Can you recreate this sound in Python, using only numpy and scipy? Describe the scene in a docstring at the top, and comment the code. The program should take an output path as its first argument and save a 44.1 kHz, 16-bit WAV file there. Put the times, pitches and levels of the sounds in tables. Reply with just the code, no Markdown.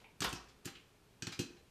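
"""Popcorn in a lidded saucepan

Each kernel bursts with a hollow crack that thumps the pan and rings its metal; flung kernels tick
against the wall. After the first pop loose metal, probably the lid, clatters.
A small kitchen echoes the blows over a quiet background."""
import sys
import numpy as np
from scipy import signal
from scipy.fft import rfft, irfft
from scipy.io import wavfile

SR = 44100
rng = np.random.default_rng(int(sys.argv[2]) if len(sys.argv) > 2 else 0)


def store_wav(level_fs):
    """Save 16-bit WAV to argv[1]."""
    pcm = np.round(np.clip(np.atleast_2d(level_fs), -1, 1) * 32767)
    wavfile.write(sys.argv[1], SR, pcm.T.astype(np.int16))


N = 74970
ATTACK_S, RING_RISE_S = 0.0003, 0.001


def amp(db):
    """Decibels to gain."""
    return 10 ** (np.asarray(db) / 20)


def curve(points, hz):
    """Interpolates (hz, value) points on a log-frequency axis."""
    points_hz, values = np.transpose(points)
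    return np.interp(np.log(hz + 1), np.log(points_hz + 1), values)


def add(mix, start_s, sound):
    """Mixes a sound in at its start time."""
    part = mix[max(round(start_s * SR), 0):][:len(sound)]
    part += sound[:len(part)]


def low_cut(x, hz):
    """Second-order high-pass."""
    return signal.sosfilt(signal.butter(2, hz, "high", fs=SR, output="sos"), x)


def noise(colour, size):
    """Noise of rms 1 whose spectrum in dB is colour(hz)."""
    hz = np.fft.rfftfreq(size, 1 / SR)
    phases = np.exp(2j * np.pi * rng.random(len(hz)))
    x = irfft(amp(colour(hz)) * phases, size)
    return x / np.sqrt(np.mean(x ** 2) + 1e-20)


def treble(hz, tilt_db_per_octave, fizz_db):
    """Brightness in dB: a tilt above 3.5 kHz and a shelf of fizz above 8.3 kHz."""
    tilt = tilt_db_per_octave * np.log2(1 + (hz / 3500) ** 2) / 2
    return tilt + fizz_db * np.clip((hz - 8330) / 480, 0, 1)


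def burst(colour, decay_s, rise_s=ATTACK_S):
    """A grainy puff of noise, trailed by its sound bouncing around under the lid."""
    grain_db, grain_s = 2.2, 0.0006
    echo_db, echo_decay_s = 0.5, 0.026
    t = np.arange(SR // 2) / SR
    flicker = np.interp(t / grain_s, np.arange(len(t)), rng.standard_normal(len(t)))
    fade = np.exp(-2 * t / decay_s)
    direct_power = fade * amp(grain_db * flicker) ** 2
    direct_power *= fade.sum() / direct_power.sum()
    echo_power = amp(echo_db) ** 2 * decay_s / echo_decay_s * np.exp(-2 * t / echo_decay_s)
    return noise(colour, len(t)) * np.sqrt(direct_power + echo_power) * (1 - np.exp(-t / rise_s))


def ring(modes, rise_s, tilt_db_per_octave=0):
    """A struck body: decaying sine modes, their levels relative to one another."""
    t = np.arange(SR * 3 // 4) / SR
    hz, level_db, t60_s = np.transpose(modes)[:, :, None]
    gain = amp(level_db + tilt_db_per_octave * np.log2(hz / hz.min()))
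    waves = gain * np.sin(2 * np.pi * hz * t) * np.exp(-np.log(1000) * t / t60_s)
    return waves.sum(0) / np.sqrt(np.sum(gain ** 2) / 2) * (1 - np.exp(-t / rise_s))


def room_tone():
    """A quiet, steady bed of rumble and faint hiss."""
    # background spectrum: frequency_hz, relative_db
    spectrum = [(12, 0), (20, -1), (65, -6.5), (90, -7), (122, -5.5), (263, -12), (346, -13.5), (419, -8),
                (508, -16.5), (1790, -23), (1950, -26), (2230, -22.5), (14000, -36)]
    return amp(-65) * noise(lambda hz: curve(spectrum, hz), N)


def kernel_ticks():
    """Kernels and hulls tick or skid on the metal, ringing it without a thump."""
    # touches: start_s, level_db, centre_hz, half_width_octaves, rise_s, decay_s, ring_db, place (0-1)
    touches = [(.001, -64, 2580, 0.9, 0.00068, 0.007, -75, .5),
               (.014, -61.5, 450, 1.3, 0.00202, 0.011, -82, 0.97),
               (.0422, -47, 2400, .18, .0002, .002, -84, 1), (.043, -54, 900, .1, .0005, .005, -82, 1),
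               (0.2913, -41, 8700, 0.3, 0.00015, 0.0016, -74, .5),
               (.349, -48, 5360, 0.18, 0.0028, 0.013, -58.5, 0.69),
               (0.484, -61.5, 3700, 1, 0.0028, .014, -77, 0.2),
               (0.646, -50.5, 2800, 3.4, 0.0053, 0.011, -87, 1),
               (0.673, -47.5, 1900, 0.71, 0.00112, 0.011, -56.5, 1),
               (0.7515, -52.5, 2690, 0.42, 0.0013, 0.011, -72, 0.65),
               (1.3184, -46.5, 2620, 1.8, 0.0053, 0.019, -49, 0.05),
               (1.403, -46, 5560, 1.3, .003, 0.014, -72, 0.4),
               (1.566, -63.5, 2470, 0.72, 0.0032, 0.009, -71.5, 1)]
    # the lid shading the top end: frequency_hz, gain_db
    lid_shade = [(7000, 0), (10500, -11.5), (14000, -9)]
    blows, metal = np.zeros((2, N))
    for start_s, level_db, centre_hz, half_width_octaves, rise_s, decay_s, ring_db, place in touches:
        def colour(hz):
            off_centre = np.log2((hz + 1) / centre_hz) / half_width_octaves
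            return curve(lid_shade, hz) - 20 * np.log10(1 + off_centre ** 2)
        add(blows, start_s, amp(level_db) * burst(colour, decay_s, rise_s))
        add(metal, start_s + rise_s, amp(ring_db) * pan_wall(place))
    return np.array([blows, metal])


def pan_wall(place):
    """The pan's wall rings; each mode is loudest when struck at its sweet spot."""
    # wall modes: pitch_hz, level_db, t60_s, sweet_spot (0-1)
    modes = [(792, 0, .22, 1), (1290, -7, .15, .1), (1585, -3, .13, .35), (2388, 0, .22, .12),
             (2535, 0, .13, .45), (2566, 1, .2, .7), (2822, -1, .18, .75), (3550, -5, .13, .5),
             (3983, -2, .18, 0), (4066, 7.5, .28, .86), (4420, -4, .08, .3), (4705, -5, .16, 0),
             (5020, 0, .22, 0), (5580, -3, .13, .35), (6287, -5, .2, .75)]
    reach = 0.14  # a blow this far from the sweet spot gives half the amplitude
    t = np.arange(SR // 2) / SR
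    hz, level_db, t60_s, sweet_spot = np.transpose(modes)[:, :, None]
    gain = amp(level_db) * rng.choice([-1, 1], hz.shape) / (1 + ((place - sweet_spot) / reach) ** 2)
    waves = gain * np.sin(2 * np.pi * hz * t) * np.exp(-np.log(1000) * t / t60_s)
    return waves.sum(0) * (1 - np.exp(-t / RING_RISE_S))


def hull_crack(tilt_db_per_octave, fizz_db):
    """The crack of a bursting hull, made hollow by the air under the lid."""
    # crack spectrum: frequency_hz, relative_db
    spectrum = [(100, -22), (400, -16), (650, -9.5), (1000, -9.5), (1600, -1.5), (2100, -8.5), (2800, -8),
                (4500, -6), (6500, 0.5), (8300, -2), (10300, -10), (14000, -9)]
    # air resonances under the lid: centre_hz, width_hz, boost_db
    cavity = [(1624, 440, 5), (2572, 215, 11.5), (3060, 500, 10), (4510, 450, 8.5), (5640, 2000, 4),
              (7200, 320, 0.5)]

    def colour(hz):
        hollow = sum(db / (1 + (2 * (hz - centre) / width) ** 2) for centre, width, db in cavity)
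        return curve(spectrum, hz) + hollow + treble(hz, tilt_db_per_octave, fizz_db)
    return burst(colour, decay_s=0.005)


def kernel_pops():
    """A hull cracks with a brief pitched snap; the kick thumps the pan and rings its wall."""
    # bursting kernels: start_s, crack_db, tilt_db_per_octave, fizz_db, snap_hz, snap_db,
    # thump_db, thump_tilt_db_per_octave, ring_db, place (0-1)
    pops = [(0.2049, -36, 0, -2, 5800, -53, -36, -8, -49, 0.2),
            (0.3276, -41, -2.5, 3.5, 2660, -40.5, -36, -3.5, -68, 0.58),
            (0.655, -39.5, 1.5, 1.5, 7440, -44, -36, -1.5, -64, 0.01),
            (1.2221, -38, -1.5, -9.5, 6030, -45.5, -37, -4, -46.5, 0.38),
            (1.2691, -38.5, -9.5, 2.5, 4310, -37.5, -34.5, -4, -46, 0.43),
            (1.3915, -36, -1.5, -0.5, 2570, -34.5, -26.5, -0.5, -45, 0.69)]
    # the pan on its burner: pitch_hz, relative_db, t60_s
    thump_modes = [(112.6, -9, 0.16), (133.5, 1.5, 0.089), (164.7, -3, 0.11), (248, -3, 0.1),
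                   (273.5, 1, 0.08), (348, -2, 0.11), (354.8, -17, 0.39), (474.4, -12, 0.12)]
    snap_t60_s, thump_rise_s = 0.014, 0.0043
    blows, metal = np.zeros((2, N))
    for start_s, crack_db, tilt, fizz_db, snap_hz, snap_db, thump_db, thump_tilt, ring_db, place in pops:
        snap = ring([(snap_hz, 0, snap_t60_s)], ATTACK_S)
        thump = low_cut(ring(thump_modes, thump_rise_s, thump_tilt), hz=75)
        add(blows, start_s, amp(crack_db) * hull_crack(tilt, fizz_db))
        add(blows, start_s, amp(snap_db) * snap)
        add(blows, start_s, amp(thump_db) * thump)
        add(metal, start_s, amp(ring_db) * pan_wall(place))
    return np.array([blows, metal])


def lid_clatter():
    """The lid knocks on the rim and rings; the stove top answers with a low thud."""
    # knocks: start_s, clank_db, tilt_db_per_octave, fizz_db, ring_db, thud_db
    knocks = [(0.2193, -33, 6.5, -3, -58, -81), (0.2407, -37, 8, 5, -42.5, -72),
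              (.2455, -33.5, -1.5, 0, -41.5, -53), (0.2653, -46, -44, 0, -73, -44)]
    # clank spectrum: frequency_hz, relative_db
    spectrum = [(30, -28), (100, 2), (300, 5.5), (600, -4), (1100, 2.5), (2000, 0), (3000, 0), (4800, -3.5),
                (7000, -13), (10000, -22.5), (14000, -28)]
    # the ringing lid: pitch_hz, relative_db, t60_s
    lid_modes = [(470, -3, .2), (768, -6, .26), (901, 1, .3), (1067, 1.5, .32), (1303, -3, .26),
                 (1460, -4, .22), (2252, -5, .16), (2874, -4, .2), (2982, -2.5, .22), (3504, -1.5, .21),
                 (4126, -4, .15), (4512, -4, .18), (4838, -4, .18)]
    # the stove top: pitch_hz, relative_db, t60_s
    stove_modes = [(65.6, -1.5, 0.19), (57.5, -12, 0.94)]
    blows, metal = np.zeros((2, N))
    for start_s, clank_db, tilt, fizz_db, ring_db, thud_db in knocks:
        clank = burst(lambda hz: curve(spectrum, hz) + treble(hz, tilt, fizz_db), decay_s=0.011)
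        add(blows, start_s, amp(clank_db) * clank)
        add(metal, start_s, amp(ring_db) * ring(lid_modes, RING_RISE_S))
        add(metal, start_s, amp(thud_db) * ring(stove_modes, rise_s=0.011))
    return np.array([blows, metal])


def kitchen_echo(blows):
    """Dense random reflections, each band dying at its own speed."""
    # reverb bands: centre_hz, level_db, t60_s
    bands = [(104, -17.5, 0.71), (297, -6, 0.43), (830, -2, 0.55), (2000, -7, 0.53), (4000, -5.5, 0.4),
             (7140, -13, 0.53), (12300, -27.5, 0.37)]
    predelay_s, size = 0.007, SR * 3 // 4
    t, hz = np.arange(size) / SR, np.fft.rfftfreq(size, 1 / SR)
    white_spectrum = rfft(noise(np.zeros_like, size))
    centres_hz = [band[0] for band in bands]
    tail, echo = np.zeros(size), np.zeros(N)
    for solo, (_, level_db, t60_s) in zip(np.eye(len(bands)), bands):
        band_gain = curve(list(zip(centres_hz, solo)), hz)
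        reflections = irfft(white_spectrum * band_gain, size)
        fade = np.exp(-np.log(1000) * t / t60_s)
        tail += amp(level_db) * reflections * fade / np.linalg.norm(fade)
    add(echo, predelay_s, signal.fftconvolve(blows, tail))
    return echo


def scene():
    """Mono mix: the blows with their echo, the ringing metal left dry, and room tone."""
    blows, metal = kernel_pops() + kernel_ticks() + lid_clatter()
    return (blows + kitchen_echo(blows) + metal + room_tone())[None]


def record(dry):
    """The microphone's bass roll-off and a steep cut of the highest treble."""
    low_hz, high_hz = 34.6, 14250
    low_pass = signal.firwin(401, high_hz, window=("kaiser", 8), fs=SR)
    return signal.oaconvolve(low_cut(dry, low_hz), low_pass[None], "same")


dry = scene()
out = record(dry)
store_wav(out)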